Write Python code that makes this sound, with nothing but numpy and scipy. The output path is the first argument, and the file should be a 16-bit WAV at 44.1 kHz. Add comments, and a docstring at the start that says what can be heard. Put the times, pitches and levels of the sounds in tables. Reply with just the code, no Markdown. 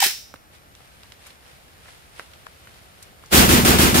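"""Five fast rifle shots, close by, under a tree at the edge of a field. Each blast comes back from
ground and trees as thumps, rumble and a dense roar, and overloads a microphone with two closely
spaced ports. Before the shots the bolt slams home and the steel rings, then hands and shirt shift
as the rifle is shouldered. Faint outdoor air lies under it all."""
import sys
import numpy as np
from scipy import signal
from scipy.fft import rfft, irfft
from scipy.io import wavfile

SR = 44100
rng = np.random.default_rng(int(sys.argv[2]) if len(sys.argv) > 2 else 0)


def master_out(mix):
    """Clip the mix to full scale and print it as 16-bit PCM to the path in sys.argv[1]."""
    frames = np.transpose(np.atleast_2d(mix))
    ceiling = np.clip(frames, -1, 1)
    pcm = np.round(ceiling * 32767).astype(np.int16)
    wavfile.write(sys.argv[1], SR, pcm)


N = 176400

# spectrum of the air over the field (frequency [Hz], level [dB])
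AIR_SPECTRUM = [(15, -27), (25, -11.5), (69, 2.5), (119, -2), (281, -11.5), (782, -9.5), (970, -14.5),
                (1340, -11), (2300, -17.5), (6920, -26.5), (12500, -24), (14300, -25), (15500, -34)]
# level of the air, a little lower for a while after the bolt (time [s], level [dB])
AIR_LEVELS = [(.3, -51.5), (.6, -52), (.9, -52), (3.3, -50.5)]
# spectrum of hands and shirt (frequency [Hz], level [dB])
RUSTLE_SPECTRUM = [(150, -17), (500, -1), (1200, -1.5), (2400, 0), (4000, -2.5), (7000, -10.5), (10000, -7),
                   (15500, -28.5)]
# swells of the rustle (time [s], level [dB])
RUSTLE_LEVELS = [(.4, -76), (.5, -65), (.545, -50), (.6, -61), (.72, -59), (.82, -54), (.98, -55.5),
                 (1.06, -53.5), (1.19, -56), (1.27, -47.5), (1.39, -59), (1.49, -50.5), (1.56, -54.5),
                 (1.76, -56.5), (1.89, -48.5), (1.97, -52), (2.11, -57), (2.19, -45), (2.27, -53),
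                 (2.54, -54.5), (2.63, -53.5), (2.72, -52), (2.96, -55), (3.04, -51.5), (3.15, -59),
                 (3.3, -52)]
# handling clicks (time [s], level [dB], centre [Hz], t60 [s], left minus right [dB])
HANDLING_CLICKS = [(0.3407, -30.5, 940, 0.0093, -6), (.343, -36.5, 330, 0.016, -7),
                   (.358, -44, 3000, .03, 0), (.7515, -40, 4540, .009, -3), (.805, -45.5, 1000, .02, 2),
                   (1.033, -36.5, 3420, .012, 3), (1.043, -47.5, 1500, .03, 2),
                   (1.121, -35, 3700, .014, -3), (1.262, -43, 2090, .06, 4), (1.267, -42, 9100, .06, -1),
                   (1.304, -42.5, 3500, 0.031, -5), (1.464, -45.5, 2200, .02, -2),
                   (1.857, -44, 1500, 0.033, 1), (1.885, -44, 1400, .05, 3), (2.196, -26, 1700, .014, -2),
                   (2.204, -42, 1500, .06, 0), (2.335, -41.5, 3470, .03, -2),
                   (2.467, -29, 1500, 0.011, 5.5), (2.6719, -38, 1900, .018, 0),
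                   (3.026, -38.5, 8100, 0.05, -1), (3.238, -37.5, 1000, 0.013, -7),
                   (3.26, -43, 5500, 0.027, -1)]
# blows of the bolt: catch, cartridge feeding, lock-up (time [s], level [dB], t60 [s])
BOLT_BLOWS = [(.003, -7, 0.019), (.017, -17, 0.25), (.024, -14.5, 0.12), (0.0387, -10.5, 0.093),
              (.051, -17, 0.11), (.058, -18.5, 0.23), (0.11, -32, 0.14)]
# spectra of a blow's clash and its bright tail (frequency [Hz], level [dB])
CLASH_SPECTRUM = [(150, -24), (400, -21.5), (800, -5), (1200, -9), (1700, 2), (2700, 1), (4500, -1.5),
                  (6300, -3.5), (8000, -2), (11000, -4.5), (16000, -4.5)]
TAIL_SPECTRUM = [(500, -30), (1400, -21), (2200, -2.5), (5500, 2.5), (8000, -5.5), (15000, -7)]
# modes of the steel (frequency [Hz], level [dB], t60 [s])
STEEL_MODES = [(1820, -1, 0.1), (2330, -1.5, 0.14), (2630, -6, .22), (3055, -7, 0.23), (3704, -12.5, 0.52),
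               (3946, -16, 0.49), (4170, -8.5, 0.25), (4600, -7, 0.17), (5238, -2, .5), (5510, -15, .2),
               (5740, -15, 0.63), (5997, -10, 0.52), (7680, -2, .12), (9790, -17, .2), (10627, -19, 0.42)]
# hollow knocks of magazine and stock (time [s], level [dB], frequency [Hz], t60 [s], rise [s])
HOLLOW_KNOCKS = [(.004, -25, 970, .04, .001), (.024, -20, 790, .08, .004), (.029, -10, 880, .016, .002),
                 (.042, -33, 560, .04, .003), (.064, -32, 380, .07, .004), (.0645, -35, 210, .025, .002)]
# the shots (time [s], level [dB], treble [dB], rise [s])
RIFLE_SHOTS = [(3.338, 1.5, 2, 0.015), (3.491, 0, -0.45, .002), (3.6493, 0, -0.5, 0.00084),
               (3.787, -1, 0.4, 0.0022), (3.945, -0.5, -1, 0.0024)]
# thumps of one blast and its echoes (delay [s], level [dB], centre [Hz])
BLAST_THUMPS = [(.009, -5.5, 219), (.0145, -18.5, 300), (0.0466, -5, 204), (.053, -18, 109),
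                (0.0699, -12, 185), (.109, -13, 170), (0.1451, -9, 150)]
# spectra of the blast's low, middle and high layers (frequency [Hz], level [dB])
RUMBLE_SPECTRUM = [(18, -36), (32, -11), (52, 5.5), (68, 2.5), (88, 3), (120, -12), (170, 1), (230, 4.5),
                   (285, -7), (335, -1), (500, -12), (900, -25), (2000, -57)]
ROAR_SPECTRUM = [(200, -10.5), (450, 2), (800, 1), (1300, 2), (2300, -2.5), (3100, -2), (4500, -10.5),
                 (8000, -16.5), (16000, -30)]
CRACK_SPECTRUM = [(600, -30), (2000, -3.5), (3500, 3), (6000, 2), (9000, 1.5), (13000, 1), (16000, -1.5)]

PORT_LAG_S, CLICK_LAG_S = .00043, .0001  # right port behind left


def undb(db):
    return 10 ** (np.asarray(db) / 20)


def colour(x, points):
    """Filter by a spectrum of (frequency [Hz], level [dB]) points; rms 1."""
    hz, db = np.array(points, float).T
    f = np.maximum(np.fft.rfftfreq(x.shape[-1], 1 / SR), 1)
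    gain = undb(np.interp(np.log(f), np.log(hz), db))
    filtered = irfft(rfft(x) * gain, x.shape[-1])
    return filtered / np.sqrt(np.mean(filtered ** 2))


def ports(x, lag_s):
    """The sound reaches the microphone's left port first."""
    return np.array([x, np.roll(x, int(lag_s * SR))])


def pan(db):
    return undb(np.array([[db], [-db]]) / 2)


def noise(points, alike, size, lag_s=PORT_LAG_S):
    """Coloured noise at both ports; the share 'alike' is common to them."""
    white = rng.standard_normal((3, size))
    return colour(np.sqrt(alike) * ports(white[2], lag_s) + np.sqrt(1 - alike) * white[:2], points)


def add(out, start, x):
    """Mix x in at start [s]."""
    i = int(start * SR)
    n = min(x.shape[-1], N - i)
    out[:, i:i + n] += x[..., :n]


def fade(t, t60):
    return np.exp(-np.log(1000) * t / t60)


def envelope(t, rise_s, hold_s, fall_db_s, build_db_s=0):
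    """Rise to time 0, build through the hold, then die away."""
    attack = np.exp(-(np.minimum(t, 0) / rise_s) ** 2)
    build_db = -build_db_s * np.clip(hold_s - t, 0, hold_s)
    return attack * undb(build_db - fall_db_s * np.maximum(t - hold_s, 0))


def flutter(t, rate_hz):
    """Random values of spread near 1, joined by straight lines."""
    steps = rng.standard_normal(len(t) // 8)
    return 1.11 * np.interp(t * rate_hz, np.arange(len(steps)), steps)


def field_air():
    """Open air all round the microphone: a low rumble under faint hiss."""
    db = np.interp(np.arange(N) / SR, *np.array(AIR_LEVELS).T)
    return undb(db) * noise(AIR_SPECTRUM, alike=0.54, size=N)


def rustle():
    """Hands and shirt rub near the microphone, in millisecond grains of uneven strength."""
    grain = SR // 1000
    grain_db = 1.8 * np.minimum(rng.exponential(size=N // grain + 1), 4)
    grains = rng.standard_normal((2, N)) * undb(np.repeat(grain_db, grain)[:N])
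    db = np.interp(np.arange(N) / SR, *np.array(RUSTLE_LEVELS).T)
    return undb(db) * colour(grains, RUSTLE_SPECTRUM)


def clicks():
    """The rifle's parts give short damped clicks, left and right, as it is shouldered."""
    age, out = np.arange(SR // 8) / SR, np.zeros((2, N))
    for start, db, hz, t60, pan_db in HANDLING_CLICKS:
        body = [(hz / 8, -20), (hz / 2, -3), (hz, 0), (hz * 1.26, -3), (hz * 2, -14), (hz * 6, -28)]
        click = noise(body, alike=0.43, size=len(age), lag_s=CLICK_LAG_S)
        decay = fade(age, t60) + undb(-25) * fade(age, t60=0.13)
        add(out, start, undb(db) * click * decay * pan(pan_db))
    return out


def bolt():
    """Each blow clashes, chatters, rings the steel and leaves a bright tail; hollow parts knock."""
    t, out = np.arange(SR) / SR, np.zeros((2, N))
    chatter_db, tail_db, steel_db = 3, -15, -16.5
    clash_rise_s, ring_rise_s = 0.00064, 0.0014
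    attack = 1 - np.exp(-t / clash_rise_s)
    for start, db, t60 in BOLT_BLOWS:
        chatter = undb(chatter_db * flutter(t, rate_hz=695))
        clash = noise(CLASH_SPECTRUM, alike=0.13, size=SR, lag_s=CLICK_LAG_S) * fade(t, t60)
        tail = undb(tail_db) * noise(TAIL_SPECTRUM, alike=0.067, size=SR) * fade(t, t60=0.47)
        add(out, start, undb(db) * (clash * chatter * attack + tail) * pan(db=-1.5))
    for hz, mode_db, t60 in STEEL_MODES:
        energy = sum((undb(db) * envelope(t - start, ring_rise_s, 0, 60 / t60)) ** 2
                     for start, db, _ in BOLT_BLOWS)
        phase = rng.random() + 0.29 * rng.random((2, 1))  # in cycles, one for each port
        ring = np.sqrt(energy) * np.sin(2 * np.pi * (hz * t + phase))
        add(out, 0, undb(steel_db + mode_db) * ring)
    for start, db, hz, t60, rise in HOLLOW_KNOCKS:
        age = t - start
        add(out, 0, undb(db) * np.sin(2 * np.pi * hz * age) * envelope(age, rise, 0, 60 / t60))
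    return out


def tree_scatter(points, same, alike):
    """Scattered noise for each shot; the share 'same' takes the same paths every time."""
    common = noise(points, alike, SR)
    return [np.sqrt(same) * common + np.sqrt(1 - same) * noise(points, alike, SR) for _ in RIFLE_SHOTS]


def thumps(age):
    """A blast and its echoes reach the microphone as pressure pulses, each a little uneven in level."""
    pulses, spread_db = 0, .8
    for delay, db, hz in BLAST_THUMPS:
        gain = undb(db + spread_db * rng.standard_normal())
        phase_squared = (np.pi * hz * (age - delay)) ** 2
        pulses += gain * (1 - 2 * phase_squared) * np.exp(-phase_squared)
    return ports(pulses, PORT_LAG_S)


def shots():
    """Each blast gives thumps, a ground rumble, a roar and a bright crack, scattered by the trees."""
    out, lead_s = np.zeros((2, N)), .05  # lead leaves room for the rise
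    age = np.arange(SR) / SR - lead_s
    rumble_db, roar_db, crack_db = -15, -16.5, -14
    rumbles = tree_scatter(RUMBLE_SPECTRUM, same=.9, alike=.8)
    roars = tree_scatter(ROAR_SPECTRUM, same=0.37, alike=0.46)
    cracks = tree_scatter(CRACK_SPECTRUM, same=0.21, alike=0.04)
    for (start, db, treble_db, rise), rumble, roar, crack in zip(RIFLE_SHOTS, rumbles, roars, cracks):
        low = rumble * envelope(age, rise, hold_s=0.06, fall_db_s=64, build_db_s=114)
        middle = roar * envelope(age, rise, hold_s=0.095, fall_db_s=165)
        high = crack * envelope(age, rise, hold_s=0.041, fall_db_s=110, build_db_s=75)
        blast = thumps(age) + undb(rumble_db) * low
        blast += undb(roar_db + treble_db / 2) * middle * pan(db=.1)
        blast += undb(crack_db + treble_db) * high * pan(db=-1.5)
        add(out, start - lead_s, undb(db) * blast)
    return out


def scene():
    return shots() + bolt() + clicks() + rustle() + field_air()


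def record(dry):
    """The overloaded microphone rounds the loudest peaks; the top is cut."""
    drive, top_hz = 0.5, 15700
    rounded = np.tanh(drive * dry) / drive
    return signal.sosfilt(signal.ellip(10, .2, 70, top_hz, fs=SR, output="sos"), rounded)


dry = scene()
out = record(dry)
master_out(out)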